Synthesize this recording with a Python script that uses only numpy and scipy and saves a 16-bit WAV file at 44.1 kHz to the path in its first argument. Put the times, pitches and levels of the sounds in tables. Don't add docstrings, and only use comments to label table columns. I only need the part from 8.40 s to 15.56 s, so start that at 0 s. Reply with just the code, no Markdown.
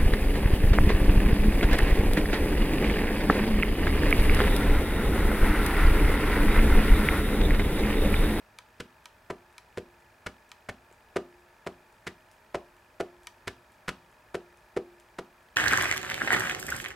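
import sys
import numpy as np
from scipy import signal
from scipy.fft import rfft, irfft, next_fast_len
from scipy.io import wavfile

SR = 44100
rng = np.random.default_rng(int(sys.argv[2]) if len(sys.argv) > 2 else 0)


def waveform_to_disk(signal):
    frames = np.transpose(np.atleast_2d(signal))
    scaled = np.clip(frames, -1, 1) * 32767
    samples = np.round(scaled).astype(np.int16)
    wavfile.write(sys.argv[1], SR, samples)


N = 315748
RING_S = 0.6
T = np.arange(int(RING_S * SR)) / SR

# push t/s, rock to far edge/s, near edge level/dB, far edge level/dB, snap level/dB, clack f/Hz,
# table bump level/dB, table top level/dB, pad hollow level/dB, block level/dB
DAB_EVENTS = [(0.399, 0.0037, -44, -38, -40.5, 1460, -49.5, -47, -46, -61),
              (0.8998, 0.0047, -29, -34, -44, 1030, -49, -44, -37, -39),
              (1.3724, 0.0077, -36, -46, -42.5, 1590, -44, -43.5, -35.5, -41.5),
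              (1.8622, 0.0037, -29, -29.5, -38, 1500, -47.5, -46, -44.5, -45),
              (2.288, .0042, -28, -36.5, -40, 1830, -44.5, -45.5, -47, -40.5),
              (2.7595, 0.006, -30, -26.5, -38, 1090, -45, -38, -28, -31.5),
              (3.264, 0.0058, -37.5, -31.5, -43, 1050, -47, -42, -38.5, -36.5),
              (3.667, 0.0058, -29, -33, -37, 1900, -48.5, -43, -44.5, -53),
              (4.144, 0.0072, -27, -34.5, -40.5, 1030, -46.5, -47, -34.5, -29.5),
              (4.6, 0.0058, -30, -31, -40, 1380, -50.5, -45.5, -31.5, -31),
              (5.0723, 0.0045, -36.5, -29, -36, 1630, -42.5, -51, -41.5, -49),
              (5.48, 0.0081, -24.5, -27.5, -33, 1370, -46, -39, -43.5, -53),
              (5.9432, 0.0065, -30.5, -34.5, -40.5, 1530, -52, -43.5, -33, -36.5),
              (6.364, .0062, -32, -33, -43.5, 1000, -47, -43.5, -27.5, -34),
              (6.785, 0.0041, -29.5, -41, -43, 1040, -61, -46, -40, -41)]
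# f/Hz, relative level/dB, t60/s
HOLLOW_MODES = [(352, -39, 0.85), (373, -33, 0.22), (395, 6.5, 0.035), (471, 4, 0.031), (480, -25, 0.12)]
# f/Hz, gain/dB
SNAP_COLOUR = [(1800, 1), (3100, 1.5), (4500, -4), (6200, -9), (7600, -8.5), (10000, -14), (13000, -21.5),
               (16000, -35)]


def undb(db):
    return 10 ** (np.asarray(db) / 20)


def fade(t60_s):
    return np.exp(-np.log(1000) * T / t60_s)


def add(track, start_s, sound):
    i = int(start_s * SR)
    track[i:i + len(sound)] += sound[:len(track) - i]


def level(x, rms_db):
    return x * undb(rms_db) / np.sqrt(np.mean(x ** 2))


def blow(x, rms_db, held_s):
    return x * undb(rms_db) * np.sqrt(held_s * SR / np.sum(x ** 2))


def colour(x, points):
    size = next_fast_len(len(x) + 4096, real=True) // 2 * 2
    points_hz, points_db = np.transpose(points)
    bins_hz = np.arange(size // 2 + 1) * SR / size
    gain_db = np.interp(np.log(bins_hz + 1), np.log(points_hz), points_db)
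    cepstrum = irfft(np.log(undb(gain_db)))
    cepstrum[1:size // 2] *= 2
    cepstrum[size // 2 + 1:] = 0
    response = np.exp(rfft(cepstrum))
    return irfft(rfft(x, size) * response)[:len(x)]


def ring(modes):
    scatter_db, detune_ratio = 1.2, 0.005
    chance = rng.standard_normal((len(modes), 2))
    out = 0
    for (f_hz, mode_db, t60_s), (louder, sharper) in zip(modes, chance):
        sine = np.sin(2 * np.pi * f_hz * (1 + detune_ratio * sharper) * T)
        out = out + undb(mode_db + scatter_db * louder) * sine * fade(t60_s)
    return out


def crack(t60_s):
    return rng.standard_normal(len(T)) * fade(t60_s)


def even(x):
    spectrum = rfft(x)
    white = irfft(spectrum / (np.abs(spectrum) + 1e-9), len(x))
    return white * fade(t60_s=0.2)


def cushion(x, rise_s):
    return x * (1 - np.exp(-(T / rise_s) ** 2))


def stereo(mid, side):
    return np.array([mid + side, mid - side])


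def steady_noise():
    # f/Hz, gain/dB
    floor_colour = [(15, -45), (25, -10), (55, -0.5), (180, -10), (206, -7), (344, -12), (451, -8),
                    (560, -10), (796, -9), (887, -11.5), (1440, -9.5), (1700, -15.5), (2480, -16.5),
                    (2840, -22), (16000, -31)]
    # f/Hz, width/Hz, rms level/dB
    hums = [(58, 8.7, -81.5), (103.8, 3.6, -78), (360, 15, -79), (621, 33, -71), (895, 103, -66.5),
            (1310, 70, -77.5), (1708, 137, -68.5)]
    out = level(colour(rng.standard_normal(N), floor_colour), -63)
    for f_hz, width_hz, rms_db in hums:
        b, a = signal.iirpeak(f_hz, f_hz / width_hz, fs=SR)
        out = out + level(signal.lfilter(b, a, rng.standard_normal(N)), rms_db)
    return out


def drive():
    # f/Hz, gain/dB
    drive_colour = [(900, -3), (1700, 2.5), (2500, 2), (3200, -0.5), (4800, -16), (8000, -32),
                    (15000, -12.5)]
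    cycle_s, whirr_hz = 0.08, 2454
    # t/s, relative level/dB
    beats = [(0.0075, -4.5), (0.0275, -13), (0.0475, 0), (0.0675, -12)]
    t = np.arange(N) / SR
    phase_s = t % cycle_s
    tick_envelope = sum(undb(db) * np.exp(-((phase_s - beat_s) / 0.0015) ** 2) for beat_s, db in beats)
    ticks = colour(tick_envelope * rng.standard_normal(N), drive_colour)
    whirr_envelope = np.exp(-((phase_s % (cycle_s / 2) - 0.024) / 0.0044) ** 2)
    wander_rad = np.cumsum(0.11 * rng.standard_normal(N))
    turn_rad = 2 * np.pi * whirr_hz * t + wander_rad
    tone = np.sin(turn_rad) + undb(-11) * np.sin(2 * turn_rad)
    return level(ticks, -74) + level(whirr_envelope * tone, -73.5)


def room_tail():
    # f/Hz, t60/s, level/dB, build-up/s
    tail_bands = [(80, 0.6, -30, .03), (198.5, 0.4, -8, 0.017), (445, 0.21, -15, 0.0067),
                  (857, 0.31, -10, 0.0017), (2240, 0.15, -12.5, 0.0015), (4130, 0.26, -10.5, 0.00043),
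                  (9900, .18, -13.5, 0.00088)]
    tail = 0
    for f_hz, t60_s, band_db, rise_s in tail_bands:
        low_hz, high_hz = f_hz / 1.5, f_hz * 1.5
        band = signal.butter(3, [low_hz, min(high_hz, 0.45 * SR)], "band", fs=SR, output="sos")
        noise = signal.sosfilt(band, rng.standard_normal(len(T)))
        bandwidth_gain = np.sqrt(2 * (high_hz - low_hz) / SR)
        tail = tail + bandwidth_gain * blow(cushion(noise * fade(t60_s), rise_s), band_db, 1 / SR)
    return tail


def room(x):
    # f/Hz, gain/dB
    echo_colour = [(100, -11.5), (380, -7.5), (490, -18), (700, -12), (1200, -26), (5000, -48)]
    # f/Hz, gain/dB
    tail_side = [(100, -56), (400, -19.5), (1000, -9.5), (5000, -6.5), (9000, -2.5), (15000, -26)]
    echo = np.zeros(N)
    add(echo, 0.022, colour(x, echo_colour))
    mid = signal.fftconvolve(x, room_tail())[:N]
    side = signal.fftconvolve(x, room_tail())[:N]
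    return stereo(x + echo + mid, colour(side, tail_side))


def case_tick(tick_db):
    # f/Hz, relative level/dB, t60/s
    tick_modes = [(974, -3.5, 0.057), (1277, 1.5, 0.026), (1520, -6, 0.041), (1873, -5.5, 0.053),
                  (2370, -11, 0.047), (2360, 7.5, 0.014), (3112, 7.5, 0.011), (3416, -8.5, 0.038),
                  (3860, -6.5, 0.025), (4760, -5, 0.011), (5750, -9, 0.02), (6560, -29, .02),
                  (7100, -21, 0.021), (10830, -3, 0.0081)]
    # f/Hz, gain/dB
    tick_colour = [(800, -26), (2300, -6), (4000, -0.5), (6000, -3.5), (8200, -5.5), (9600, -13),
                   (11000, -17), (13200, -13), (15000, -43)]
    modes = blow(cushion(ring(tick_modes), rise_s=0.00018), tick_db, 0.0027)
    snap = blow(colour(even(crack(t60_s=0.011)), tick_colour), tick_db - 5.5, 0.0042)
    return colour(modes + snap, [(500, -24), (900, -2)])


def ink_peel(peel_db):
    # f/Hz, gain/dB
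    peel_colour = [(800, -22), (2500, 1.5), (5000, -2), (7500, 2), (10000, 0), (15000, -15)]
    threads = rng.standard_normal(len(T)) ** 3 * fade(t60_s=0.24)
    parting = level(crack(t60_s=0.0044), 0) + level(threads, -1.5)
    return blow(colour(parting, peel_colour), peel_db, 0.006)


def block_nudge(nudge_db):
    modes = blow(ring(HOLLOW_MODES), nudge_db, 0.015)
    return modes + blow(colour(crack(t60_s=0.008), SNAP_COLOUR), nudge_db - 2, 0.003)


def lifts():
    # t/s, level/dB before the bass cut
    tick_events = [(0.1869, -38), (0.6565, -39), (1.181, -39.5), (2.1166, -40), (4.8706, -34)]
    lift_after_s, lift_spread_s = 0.24, 0.012
    peel_db, peel_spread_db = -65, 3
    out = np.zeros(N)
    for tick_s, tick_db in tick_events:
        add(out, tick_s, case_tick(tick_db))
    for dab, (late, strong) in zip(DAB_EVENTS, rng.standard_normal((len(DAB_EVENTS), 2))):
        peel_s = dab[0] + lift_after_s + lift_spread_s * late
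        add(out, peel_s, ink_peel(peel_db + peel_spread_db * strong))
    add(out, 2.513, block_nudge(-59))
    return out


def thud(bump_db, top_db, hollow_db, block_db):
    # f/Hz, relative level/dB, t60/s
    bump_modes = [(62.3, -1.5, 0.44), (107.6, 21, 0.067)]
    top_modes = [(162.2, 3.5, 0.053), (183.7, -6, 0.098), (209.6, -0.5, 0.045), (236.4, -8, 0.071)]
    block_modes = [(606, -10.5, 0.094), (590, 5, 0.027), (678, -1.5, 0.05), (838, -6, 0.05),
                   (1046, -2, 0.025)]
    bump = blow(cushion(ring(bump_modes), rise_s=0.0032), bump_db, 0.039)
    top = blow(cushion(ring(top_modes), rise_s=0.0054), top_db, 0.029)
    hollow = blow(cushion(ring(HOLLOW_MODES), rise_s=0.0076), hollow_db, 0.03)
    block = blow(cushion(ring(block_modes), rise_s=0.0026), block_db, 0.013)
    return bump + top + hollow + block


def contact(clack_db, snap_db, clack_hz, scuff_s):
    # f/Hz, relative level/dB, t60/s
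    case_modes = [(1026, 14, 0.015), (1070, -15, 0.014), (1340, -7, 0.0054), (1527, 12, 0.017),
                  (1920, 7, 0.018), (2162, -5.5, 0.036), (2920, -4, 0.047)]
    # f/Hz, gain/dB
    clack_colour = [(500, -37), (900, 4), (1400, 0), (2200, 1), (3000, -9.5), (4200, -32.5)]
    usual_snap_db = -8.5
    off_pitch_db, pitch_span = -5.5, 1.44
    force = level(cushion(crack(t60_s=0.026), rise_s=0.0052), -2)
    add(force, scuff_s, level(crack(t60_s=0.011), 0))
    force = even(force)
    case = signal.fftconvolve(force, ring(case_modes))[:len(T)]
    clack = level(colour(force, clack_colour), 0) + level(case, -2.8)
    tilt_db = np.clip(snap_db - clack_db - usual_snap_db, -10, 3)
    clack = colour(clack, [(1200, 0), (2500, tilt_db)])
    low_hz, high_hz = clack_hz / pitch_span, clack_hz * pitch_span
    clack = colour(clack, [(low_hz, off_pitch_db), (clack_hz, 0), (high_hz, off_pitch_db)])
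    snap = blow(colour(force, SNAP_COLOUR), snap_db, 0.0043)
    return blow(clack, clack_db, 0.0011) + snap


def dabs():
    give_s = 0.0024
    scuff_s = 0.004
    settle_s, settle_db = 0.0045, -4.5
    snap_near_db, snap_far_db, snap_settle_db = -1.5, 2.5, -8.5
    snap_per_lean = 0.24
    out = np.zeros(N)
    for push_s, rock_s, near_db, far_db, snap_db, clack_hz, *thud_dbs in DAB_EVENTS:
        add(out, push_s, thud(*thud_dbs))
        near_s = push_s + give_s - scuff_s
        far_s = near_s + rock_s
        lean_db = snap_per_lean * (far_db - near_db)
        near = contact(near_db, snap_db + snap_near_db - lean_db, clack_hz, scuff_s)
        far = contact(far_db, snap_db + snap_far_db + lean_db, clack_hz, scuff_s)
        settle = contact(far_db + settle_db, snap_db + snap_settle_db, clack_hz, scuff_s)
        add(out, near_s, near)
        add(out, far_s, far)
        add(out, far_s + settle_s, settle)
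    return out


def scene():
    # f/Hz, gain/dB
    floor_side = [(60, -40), (380, -16), (700, -16), (1290, -6.5), (4400, -6), (8100, -14), (15000, -28)]
    background = stereo(steady_noise() + drive(), colour(steady_noise(), floor_side))
    return room(dabs() + lifts()) + background


def record(dry):
    return signal.sosfilt(signal.ellip(10, 0.1, 70, 15800, fs=SR, output="sos"), dry)


dry = scene()
out = record(dry)
waveform_to_disk(out)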